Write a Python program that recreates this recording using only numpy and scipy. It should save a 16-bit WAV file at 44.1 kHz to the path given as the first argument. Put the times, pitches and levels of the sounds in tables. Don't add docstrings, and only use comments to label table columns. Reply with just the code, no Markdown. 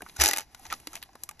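import sys
import numpy as np
from scipy import signal
from scipy.fft import rfft, irfft
from scipy.io import wavfile
from scipy.ndimage import uniform_filter1d

SR = 44100
rng = np.random.default_rng(int(sys.argv[2]) if len(sys.argv) > 2 else 0)


def inscribe(sig):
    pcm = np.round(np.clip(np.atleast_2d(sig).T, -1, 1) * 32767)
    wavfile.write(sys.argv[1], SR, pcm.astype(np.int16))


N = 61739


def amp(db):
    return 10 ** (np.asarray(db) / 20)


def unit(x):
    return x / np.sqrt(np.sum(x ** 2, -1, keepdims=True) + 1e-20)


def curve(points, at):
    return np.interp(at, *np.transpose(points))


def add(mix, start_s, sound):
    part = mix[max(round(start_s * SR), 0):][:len(sound)]
    part += sound[:len(part)]


def colour(points, size=4096):
    hz, db = np.transpose(points)
    all_hz = abs(np.fft.fftfreq(size, 1 / SR)) + 1
    log_gain = np.log(amp(np.interp(np.log(all_hz), np.log(hz), db)))
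    spectrum = np.exp(np.conj(signal.hilbert(log_gain)))
    return np.fft.ifft(spectrum).real[:size // 2]


def through(x, response):
    return signal.fftconvolve(x, response)[:N]


def dying(fade_s, rise_s=0.00044):
    t = np.arange(SR // 2) / SR
    return unit(rng.standard_normal(len(t)) * (1 - np.exp(-t / rise_s)) * amp(-60 * t / fade_s))


def fading_tone(hz, fade_s):
    t = np.arange(SR // 2) / SR
    return np.sin(2 * np.pi * hz * t) * amp(-60 * t / fade_s)


def room_air():
    # pitch in Hz, relative level in dB.
    air_colour = [(20, -5), (45, 1), (70, 1), (110, -4), (200, -9), (330, -12), (550, -17), (780, -11),
                  (1100, -21), (2500, -28), (6000, -35), (12000, -38)]
    return amp(-62) * through(rng.standard_normal(N), unit(colour(air_colour)))


def tiny_contacts(levels, tone_colour, per_s, spread_db, fade_s, spots=12):
    sizes = amp(spread_db * np.minimum(rng.exponential(1, N), 4))
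    hits = sizes * (rng.random(N) < per_s / SR)
    hits = unit(hits) * np.sqrt(N) * amp(curve(levels, np.arange(N) / SR))
    spot = rng.integers(0, spots, N)
    ringing = sum(through(hits * (spot == k), dying(fade_s)) for k in range(spots))
    return through(ringing, unit(colour(tone_colour)))


def skin_rub():
    # time in seconds, level in dB.
    rub_levels = [(0, -60), (.09, -53), (.13, -57), (.17, -52), (.44, -66), (.48, -80), (.52, -64),
                  (.62, -56), (.66, -47.5), (.685, -55.5), (.745, -45), (.78, -56.5), (.85, -59),
                  (.9, -56.5), (.97, -48), (1.01, -64), (1.06, -61), (1.11, -96), (1.15, -78),
                  (1.22, -59.5), (1.27, -79), (1.33, -96), (1.4, -96)]
    # pitch in Hz, relative level in dB.
    skin_colour = [(100, 1.5), (330, 7), (550, 0), (800, 8), (1200, 3), (2300, 1), (4500, 1), (6500, 1),
                   (8500, -1.5), (11300, 5.5), (12500, 0)]
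    return tiny_contacts(rub_levels, skin_colour, per_s=5000, spread_db=1.5, fade_s=.006)


def base_thumps(hz=69, length_s=0.1):
    # start in seconds, level in dB.
    thumps = [(.003, -58.5), (0.189, -27.5), (0.677, -51.5)]
    out, t = np.zeros(N), np.arange(0, length_s, 1 / SR)
    swell = np.sin(np.pi * (t / length_s) ** 0.43) ** 2
    for start_s, db in thumps:
        add(out, start_s, -amp(db) * swell * np.sin(2 * np.pi * hz * t))
    return out


def click(band_db, edges_hz, fade_s, snap, size=4096):
    hz = np.fft.rfftfreq(size, 1 / SR) + 1
    treble = 1 / (1 + (4700 / hz) ** 4)
    slow, fast = dying(fade_s)[:size], dying(fade_s / 1.8)[:size]
    spectrum = snap + np.sqrt(1 - treble) * rfft(slow) + np.sqrt(treble) * rfft(fast)
    spectrum /= np.sqrt(uniform_filter1d(abs(spectrum) ** 2, size=70))
    burst = np.roll(irfft(spectrum), 16)[:size // 2]
    low, high = np.array(edges_hz[:-1]), np.array(edges_hz[1:])
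    db = band_db + 10 * np.log10(.005 * SR * SR / 2 / (high - low))
    shape = [(low[0] / 4, db[0] - 26), (low[0] / 2, db[0] - 18), *zip((low + high) / 2, db)]
    return signal.fftconvolve(burst, colour(shape))


def ring(hz, db, cycles=29.5, longest_s=0.051, rise_s=0.0028):
    tone = fading_tone(hz, min(cycles / hz, longest_s))
    rise = 1 - np.exp(-np.arange(len(tone)) / SR / rise_s)
    return amp(db + 4.5) * tone * rise


def finger_taps():
    # start in seconds, six band levels from low to high, ring pitch in Hz, ring level.
    # Levels are in relative dB.
    taps = [(0.0065, -46.5, -50, -67, -73, -57, -78, 1566, -33),
            (0.02, -41.5, -39.5, -41, -53, -49.0, -39, 736, -38.5),
            (0.0272, -40, -56, -72, -79, -71, -73, 176, -47),
            (0.0631, -89, -34.5, -51, -86, -59, -73, 1550, -81),
            (0.0884, -62, -62, -67, -50.5, -57.0, -52, 960, -63),
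            (0.0957, -53, -57.5, -47, -48.5, -51, -60, 850, -61),
            (0.1634, -69, -50, -58, -51, -47, -50, 1386, -35.5),
            (0.5471, -59, -44.5, -48.5, -46.5, -45, -47.5, 1220, -57),
            (0.595, -81, -58, -71, -81, -56.5, -51.5, 784, -45.5),
            (0.653, -65, -50, -44, -55.5, -42, -74, 887, -41),
            (0.665, -58, -49, -51.0, -48, -45, -65, 745, -48),
            (0.7015, -58, -54, -38.5, -50, -41.5, -68, 1860, -29),
            (0.7081, -50, -46, -41, -48.0, -43, -55, 1240, -42),
            (0.7139, -59, -38, -50, -45, -57, -53, 1270, -52),
            (0.7193, -52, -52, -37, -50, -48.0, -54, 1327, -27),
            (0.7251, -49, -25.5, -35, -34, -33.5, -45, 1255, -17),
            (0.728, -47, -33.5, -74, -58, -57, -31.5, 1222, -27.5),
            (0.7373, -45.5, -45.0, -40, -40.5, -33, -101, 795, -41),
            (0.8003, -55, -63, -53, -65, -53, -49.5, 830, -67),
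            (0.8713, -40, -43, -39.5, -36.5, -36.5, -36.5, 311, -38.5),
            (0.9318, -57, -54, -53, -55, -42.5, -44.5, 1313, -37),
            (0.94, -47, -52, -49, -60.0, -43, -63, 870, -45.5),
            (0.9542, -51, -47.5, -36.5, -44.5, -35.5, -37.5, 900, -41.5),
            (0.9651, -72, -65, -38, -57.0, -54, -44, 695, -44),
            (0.9744, -58, -49, -51.5, -51, -57, -67, 730.0, -55),
            (1.018, -63, -60, -60, -52, -55, -66, 842, -52.5),
            (1.0264, -62, -48.5, -39, -42, -50, -38, 1700, -44),
            (1.0349, -80, -60.0, -52.0, -44.5, -64, -45, 1210.0, -49),
            (1.0901, -78, -49, -68, -65.5, -84, -77.0, 785, -45),
            (1.1319, -68.5, -60.0, -69, -73, -60, -76, 680, -62),
            (1.1539, -48, -41.5, -57.5, -56, -58.5, -51, 1020, -48.0),
            (1.2353, -50.5, -51.5, -53.0, -45, -35, -30, 765, -73),
            (1.2904, -65, -48.5, -39.5, -50.0, -36, -35.5, 1193, -33),
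            (1.3111, -70, -49.5, -49.5, -60.5, -50, -46.0, 853, -42.5),
            (1.3944, -54.5, -58.5, -44, -57.5, -50, -52, 746, -53.5)]
    edges_hz = [200, 600, 1600, 3500, 5000, 8000, 12500]
    out = np.zeros(N)
    for start_s, *band_db, ring_hz, ring_db in taps:
        tick = amp(-2) * click(band_db, edges_hz, fade_s=0.019, snap=.6)
        add(out, start_s, tick)
        add(out, start_s, amp(-17) * through(tick, dying(fade_s=0.11)))
        add(out, start_s, ring(ring_hz, ring_db))
    return out


def tumbling_beans():
    # time in seconds, level of the sliding heap in dB.
    slide_levels = [(.165, -85), (.18, -46.5), (.2, -28.5), (.213, -19.5), (.235, -22), (.27, -25.5),
                    (.3, -28), (.325, -35.5), (.352, -38.5), (.385, -49), (.415, -42), (.45, -64.5)]
    # pitch in Hz, relative level in dB.
    heap_colour = [(100, -22), (220, -18), (330, 2.5), (520, -1.5), (850, 5.5), (1100, -2), (2200, 4.5),
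                   (3500, -4.5), (4800, 5), (6200, 0), (8500, -9), (11300, -1.5), (12500, -4.5), (14500, 0)]
    # start in seconds, four band levels from low to high, ring pitch in Hz, ring level.
    # Levels are in relative dB.
    clacks = [(0.1668, -50, -49.5, -40.0, -42.5, 1450, -36), (0.1995, -39, -29.5, -33, -28.5, 1830, -18),
              (0.2099, -30.5, -30.5, -23, -23, 5950, -9), (0.2131, -26, -27.5, -18.5, -24, 5820, -18),
              (0.218, -26.5, -22, -16.5, -19, 6350, -25), (0.238, -26, -28, -21.5, -16.5, 6030, -21),
              (0.2494, -36, -27.5, -31, -22, 5750, -32), (0.2591, -29, -21.5, -18, -19.5, 6060, -25),
              (0.2683, -37, -29.5, -25.5, -27, 6390, -27), (0.2784, -35.5, -54, -19.5, -25.5, 7200, -29),
              (0.2873, -30, -33, -23, -19, 6050, -30), (0.3112, -33.5, -29, -29.5, -25.5, 1930, -13),
              (0.3334, -33, -30.0, -27.5, -24.5, 2040, -16), (0.337, -31, -27, -36, -30.0, 1960, -26),
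              (0.3619, -41, -36, -38, -31, 2430, -24), (0.3653, -43.0, -39, -43, -37, 2220, -41),
              (0.372, -34.5, -33.5, -32, -27.0, 2260, -51), (0.383, -32.5, -37, -29, -29.5, 2210, -21.5),
              (0.3864, -37.5, -37, -33, -30, 1930, -45), (0.3958, -40, -39.5, -40, -39.0, 2770, -45),
              (0.4067, -45.5, -45, -43, -40, 6410, -50)]
    edges_hz = [250, 1600, 5000, 8000, 12500]
    # pitch in Hz, relative level in dB.
    globe_notes = [(325, -29), (843, -28), (889, -18.5), (1460, -33), (1826, -44), (2052, -52), (2594, -36),
                   (3017, -20.5), (3850, -28), (5738, -48), (6057, -22.5), (6356, -23.5), (7300, -26),
                   (11457, -27.5)]
    hits = tiny_contacts(slide_levels, heap_colour, per_s=2600, spread_db=2, fade_s=.008)
    for start_s, *band_db, ring_hz, ring_db in clacks:
        add(hits, start_s, amp(-1.5) * click(band_db, edges_hz, fade_s=0.0077, snap=0.55))
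        add(hits, start_s, ring(ring_hz, ring_db))
    globe = sum(amp(db) * unit(fading_tone(hz, fade_s=.085)) for hz, db in globe_notes)
    tail = amp(-14.5) * dying(fade_s=0.027)
    return hits + through(hits, globe + tail)


def scene():
    # pitch in Hz, how far the left port's wave is ahead of the right's in radians.
    left_lead = [(0, 0), (2000, 0), (3050, 1.4), (4000, .7), (4600, 2), (5000, 4.1), (5700, 6.1),
                 (7000, 7.2), (9000, 9.4), (12000, 12.2), (16000, 13.1)]
    # pitch in Hz, level of the close echoes in dB.
    echo_colour = [(40, -30), (400, -20), (1200, -17), (2500, -11), (4200, -10), (6500, -15), (12000, -16)]
    dispenser = tumbling_beans() + skin_rub() + finger_taps() + base_thumps()
    spectrum = rfft(dispenser + room_air(), 2 * N)
    lead = curve(left_lead, np.fft.rfftfreq(2 * N, 1 / SR))
    ports = []
    for side in (1, -1):
        direct = irfft(spectrum * np.exp(.5j * side * lead))[:N]
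        echoes = through(through(dispenser, dying(fade_s=.012)), colour(echo_colour))
        room = amp(-36) * through(dispenser, dying(fade_s=.18))
        ports.append(direct + echoes + room + amp(-7) * room_air())
    return np.array(ports)


def record(dry):
    # pitch in Hz, change in level in dB.
    overall_tone = [(20, 0), (310, 0), (460, -4), (750, 0), (11700, 0), (12500, -7), (13300, -19),
                    (14000, -32), (16000, -44)]
    heard = np.array([through(port, colour(overall_tone)) for port in dry])
    treble_cut = signal.firwin(511, 16400, window=("kaiser", 9), fs=SR)
    return signal.oaconvolve(heard, treble_cut[None], "same")


dry = scene()
out = record(dry)
inscribe(out)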